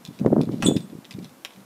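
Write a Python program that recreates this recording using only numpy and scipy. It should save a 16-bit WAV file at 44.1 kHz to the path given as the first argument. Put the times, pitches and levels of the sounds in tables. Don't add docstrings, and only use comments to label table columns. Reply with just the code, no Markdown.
import sys
import numpy as np
from scipy import signal
from scipy.fft import rfft, irfft
from scipy.io import wavfile

SR = 44100
rng = np.random.default_rng(int(sys.argv[2]) if len(sys.argv) > 2 else 0)


def digitize_waveform(pressure):
    field = np.atleast_2d(pressure).T
    bounded = np.clip(field, -1, 1)
    quanta = np.round(bounded * 32767).astype(np.int16)
    wavfile.write(sys.argv[1], SR, quanta)


N = 72765
TIME, FREQ_HZ = np.arange(N) / SR, np.fft.rfftfreq(N, 1 / SR)


def amp(db):
    return 10 ** (np.asarray(db) / 20)


def unit(x):
    return x / np.sqrt(np.mean(x ** 2) + 1e-20)


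def read(points, hz):
    point_hz, value = np.transpose(points)
    return np.interp(np.log(hz + 1), np.log(point_hz + 1), value)


def add(mix, start_s, sound):
    part = mix[max(round(start_s * SR), 0):][:len(sound)]
    part += sound[:len(part)]


def colour(x, spectrum, tilt_db=0, size=2048):
    hz = abs(np.fft.fftfreq(size, 1 / SR))
    gain = amp(read(spectrum, hz) + tilt_db * np.log2(np.maximum(hz, spectrum[0][0])))
    response = np.exp(signal.hilbert(np.log(gain)).conj())
    taps = np.fft.ifft(response).real[:size // 2]
    return signal.fftconvolve(x, taps / np.linalg.norm(taps))


def noise(spectrum):
    return unit(irfft(rfft(rng.standard_normal(N)) * amp(read(spectrum, FREQ_HZ)), N))


def wander(hz):
    return unit(irfft(rfft(rng.standard_normal(N)) * np.exp(-(FREQ_HZ / hz) ** 2), N))


# start_s, level_db, tilt_db_per_octave, ping_hz
CLAW_STRIKES = [(0.0511, -33.5, 4, 3640), (0.0616, -38.5, 0, 4150), (0.0638, -44, -2, 3630),
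                (.0753, -39.5, 3, 3500), (0.1898, -39, -0.5, 4000), (.197, -43, 12, 2550),
                (0.4155, -41, 6, 4980), (0.414, -31, -0.5, 3540), (0.434, -39, 1, 3560),
                (0.454, -46.5, -1, 4100), (.583, -48.5, 2.5, 4000), (0.765, -30, 0.5, 5040),
                (0.7678, -32, 3, 3710), (0.771, -31.5, -2, 2480), (.7875, -42.5, 21, 3600),
                (.8055, -42, 4, 3640), (.899, -43.5, -3, 3440), (1.046, -41.5, -3.5, 3860),
                (1.0523, -38.5, 0, 3320), (1.1095, -33.5, 0.5, 5090), (1.1128, -38, -1, 3510),
                (1.117, -40.5, 2, 2500), (1.1262, -41.5, 4, 3700), (1.139, -41.5, 2, 3720),
                (1.19, -46, 6.5, 2340), (1.245, -35.5, -0.5, 3860), (1.254, -44, -4, 2670),
                (1.2945, -47.5, 5, 3680), (1.4492, -21.5, 0, 3226), (1.4550, -29, -6.5, 2510),
                (1.4648, -58, 1, 3700), (1.507, -42.5, -5, 2230), (1.522, -47, -8, 3300),
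                (1.536, -53, 5, 3200), (1.5605, -43, -6.5, 2300), (1.6042, -56, 3, 4000)]
# frequency_hz, level_db
CONTACT_SPECTRUM = [(50, -51), (200, -25.5), (600, -11.5), (1000, -3), (1400, -12.5), (2000, -2),
                    (2600, -3), (3000, -1.5), (3600, 1.5), (4500, -3), (6500, -9), (9000, -13.5),
                    (13000, -21.5), (15500, -25.5)]
# frequency_hz, level_db, t60_s
FRAME_MODES = [(2407, -12.5, 0.055), (2660, -14.5, 0.063), (3460, -9.5, .02), (3660, -8, 0.013)]


def claw_ticks(gain_db=2.5, grit_fade_s=0.00081, ping_db=-2, ping_t60_s=0.012, frame_db=-8):
    out, t = np.zeros(N), np.arange(SR // 16) / SR
    for start_s, level_db, tilt_db, ping_hz in CLAW_STRIKES:
        grit = rng.choice([-1., 1.], len(t)) * np.exp(-t / grit_fade_s)
        tick = colour(grit, CONTACT_SPECTRUM, tilt_db)[:len(t)]
        ping = amp(ping_db - 60 * t / ping_t60_s) * np.sin(2 * np.pi * ping_hz * t)
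        frame = sum(amp(db - 60 * t / t60_s) * np.sin(2 * np.pi * (hz * t + rng.random()))
                    for hz, db, t60_s in FRAME_MODES)
        add(out, start_s, amp(level_db + gain_db) * (tick + ping + amp(frame_db) * frame))
    return out


def stick_slip(envelope, harmonics_db, first_hz, settled_hz, settle_s, jitter, flutter=0.4):
    time_s, level_db = np.transpose(envelope)
    level = amp(np.interp(TIME, time_s, level_db))
    roughness = (level / level.max()) ** 0.27
    age = np.maximum(TIME - time_s[0], 0)
    pitch_hz = settled_hz + (first_hz - settled_hz) * np.exp(-age / settle_s)
    cycles = np.cumsum(pitch_hz * (1 + jitter * roughness * wander(hz=500))) / SR
    tone = sum(amp(db) * np.sin(2 * np.pi * k * cycles) for k, db in enumerate(harmonics_db, 1))
    sounding = (TIME > time_s[0]) & (TIME < time_s[-1])
    return tone * level * sounding * (1 + flutter * roughness * wander(hz=500))


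# time_s, level_db
SQUEAK_ENVELOPE = [(.646, -55), (.65, -48), (.661, -54), (.665, -21.5), (.675, -25.5), (.682, -32),
                   (.695, -52), (.71, -44), (.735, -54), (.762, -52)]
SQUEAK_HARMONICS = [1.5, -2, -14.5, -22]
# time_s, level_db
WHISTLE_ENVELOPE = [(.646, -31), (.649, -24), (.654, -29.5), (.659, -24), (.666, -40), (.68, -38),
                    (.70, -59), (.76, -60), (.85, -70)]


def squeak():
    main = stick_slip(SQUEAK_ENVELOPE, SQUEAK_HARMONICS,
                      first_hz=3640, settled_hz=3460, settle_s=0.018, jitter=0.019)
    whistle = stick_slip(WHISTLE_ENVELOPE, [0],
                         first_hz=7750, settled_hz=8100, settle_s=0.004, jitter=0.009)
    return main + whistle


# frequency_hz, level_db
SCRAPE_SPECTRUM = [(200, -2), (600, -3.5), (1150, 3), (1500, -4), (2100, -5.5), (2700, 1), (3600, -10),
                   (4600, -14.5), (6000, -10.5), (8000, -18), (11000, -20.5), (15000, -31)]


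def scrape(start_s=0.6236, level_db=-23, impact_fade_s=0.0056, drag_db=-15.5, drag_s=0.061):
    out, t = np.zeros(N), np.arange(SR // 5) / SR
    envelope = np.exp(-t / impact_fade_s) + amp(drag_db) * np.exp(-(t / drag_s) ** 2)
    add(out, start_s, amp(level_db) * colour(envelope * rng.standard_normal(len(t)), SCRAPE_SPECTRUM))
    return out


# start_s, rise_s, fade_s, level_db
PAW_SLIDES = [(.125, 0.011, 0.069, -59), (0.51, 0.0085, 0.048, -53), (.6, 0.011, 0.023, -54.5),
              (1.218, 0.0095, 0.032, -55.5), (1.515, 0.024, 0.033, -62.5)]


def paw_rubs():
    envelope = np.zeros(N)
    for start_s, rise_s, fade_s, level_db in PAW_SLIDES:
        rise = np.clip((TIME - start_s) / rise_s, 0, 1)
        fade = np.exp(-np.maximum(TIME - start_s - rise_s, 0) / fade_s)
        envelope += amp(level_db) * rise * fade
    return envelope * noise(CONTACT_SPECTRUM)


# frequency_hz, t60_s
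VERANDAH_DECAY = [(300, 0.16), (1500, 0.26), (3500, .32), (8000, 0.33), (15000, 0.48)]


def verandah(x, early_db=-1.5, early_fade_s=0.011, tail_db=-8):
    t = np.arange(SR // 2) / SR
    signs = rng.choice([-1., 1.], (2, len(t)))
    arrivals = (rng.random((2, len(t))) < 0.08) & (t > 0.002)  # sparse, after a 2 ms gap
    early_taps, tail_taps = signs * arrivals
    early = early_taps * np.exp(-t / early_fade_s)
    hz, age, bands = signal.stft(tail_taps, SR, nperseg=256)
    decay = amp(-60 * age / read(VERANDAH_DECAY, hz)[:, None])
    tail = signal.istft(bands * decay, SR, nperseg=256)[1][:len(t)]
    response = amp(early_db) * early / np.linalg.norm(early) + amp(tail_db) * tail / np.linalg.norm(tail)
    return signal.fftconvolve(x, response)[:N]


# centre_s, level_db, pitch_hz
AIR_PULSES = [(0.0904, -26.5, 167), (0.1107, -31.5, 252), (0.198, -27.5, 353), (0.2167, -12, 197),
              (0.2492, -11.5, 523), (.2630, 0.5, 400), (0.275, -33, 292), (.288, -16, 247),
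              (.305, -17.5, 475), (0.3242, -9.5, 236), (.329, -4.5, 453), (0.3325, -2, 328),
              (0.3649, -14.5, 750), (0.368, -7.5, 395), (0.3839, -11, 268), (.3933, -9, 249),
              (0.4047, -15.5, 254), (0.4077, -17.5, 660), (.412, -7.5, 248), (0.425, -23, 240),
              (.436, -16.5, 275), (0.4756, -14.5, 197), (0.4964, -13.5, 266), (.5392, -25.5, 490),
              (0.5439, -12.5, 218), (0.603, -18.5, 253), (0.6366, -16, 245), (0.645, -16.5, 210),
              (0.6607, -9, 298), (0.6709, -10, 239), (0.6874, -3.5, 290), (.695, -10, 380),
              (0.7108, -8, 340), (0.715, -15.5, 556), (0.7227, -9.5, 246), (0.7476, -22, 398),
              (0.7571, -12.5, 307), (0.7672, -6, 199), (0.9329, -24.5, 245), (0.9542, -23.5, 240),
              (0.9892, -26, 200), (1.1512, -22, 148), (1.1871, -20, 251)]


def air_bumps(gain_db=-0.5, width_cycles=0.29, bass_cut_hz=115):
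    pressure = np.zeros(N)
    for centre_s, level_db, pitch_hz in AIR_PULSES:
        cycles = np.clip((TIME - centre_s) * pitch_hz, -20, 20)
        pressure -= amp(level_db + gain_db) * np.cos(2 * np.pi * cycles) / np.cosh(cycles / width_cycles)
    slope = (FREQ_HZ / bass_cut_hz) ** 2
    return irfft(rfft(pressure) * slope / np.hypot(1, slope), N)


# start_s, level_db, tilt_db_per_octave
CRACKLES = [(.2620, -22.5, -1), (0.3305, -28.5, -5), (0.3639, -40, -5), (0.4085, -37, -6),
            (0.4902, -30, -4.5)]
# frequency_hz, level_db
CRACKLE_SPECTRUM = [(150, -31), (600, 5), (1300, 0.5), (2500, -14.5), (5000, -17), (9000, -30),
                    (15000, -38)]


def crackles(fade_s=0.0015):
    out, t = np.zeros(N), np.arange(SR // 50) / SR
    for start_s, level_db, tilt_db in CRACKLES:
        burst = rng.choice([-1., 1.], len(t)) * np.exp(-t / fade_s)
        add(out, start_s, amp(level_db) * colour(burst, CRACKLE_SPECTRUM, tilt_db))
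    return out


# time_s, level_db
RUMBLE_ENVELOPE = [(0, -55.5), (.07, -52), (.095, -41), (.135, -52), (.185, -56), (.215, -26), (.24, -30),
                   (.275, -16), (.297, -34), (.32, -18.5), (.355, -25), (.38, -19), (.42, -20),
                   (.455, -34.5), (.51, -26), (.585, -34), (.68, -19.5), (.74, -30), (.775, -28),
                   (.825, -40), (.87, -44.5), (.96, -40.5), (1.015, -54.5), (1.125, -51.5), (1.15, -48),
                   (1.2, -33.5), (1.27, -45), (1.32, -57.5), (1.52, -81), (1.58, -45.5), (1.65, -58)]
# frequency_hz, level_db
RUMBLE_SPECTRUM = [(25, -51), (60, -50), (90, -14.5), (125, -1.5), (190, 4), (280, -2.5), (400, -15.5),
                   (600, -21.5), (900, -46), (1500, -71), (3000, -85)]
RASP_SPECTRUM = [(100, -17), (350, 5), (550, 0), (850, -12.5), (1250, -21.5), (1800, -30), (4000, -75)]


def air_rumble(lump_db=1.72, lump_hz=59.5, rasp_db=-31.5, rasp_growth=1.36, reference_db=-21):
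    level_db = np.interp(TIME, *np.transpose(RUMBLE_ENVELOPE)) + lump_db * wander(lump_hz)
    body = amp(level_db) * noise(RUMBLE_SPECTRUM)
    rasp = amp(rasp_db + rasp_growth * (level_db - reference_db)) * noise(RASP_SPECTRUM)
    return body + rasp


# frequency_hz, level_db
HISS_SPECTRUM = [(25, -34), (100, -2.5), (250, 7.5), (500, 3.5), (1000, 1), (2000, -7), (4000, -11),
                 (8000, -13), (14000, -13), (16000, -27)]


def outdoor_hiss(level_db=-53):
    return amp(level_db) * noise(HISS_SPECTRUM)


def scene(tick_reflection=0.6):
    squeal = squeak()
    ticks = claw_ticks()
    friction = paw_rubs() + scrape() + squeal
    door = ticks + friction + verandah(tick_reflection * ticks + friction)
    return (door + air_bumps() + crackles() + air_rumble() + outdoor_hiss())[None]


def record(dry, ceiling=0.74, cutoff_hz=15700):
    rounded = dry / (1 + (dry / ceiling) ** 8) ** (1 / 8)
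    low_pass = signal.firwin(301, cutoff_hz, window=("kaiser", 9), fs=SR)
    return signal.oaconvolve(rounded, low_pass[None], "same")


dry = scene()
out = record(dry)
digitize_waveform(out)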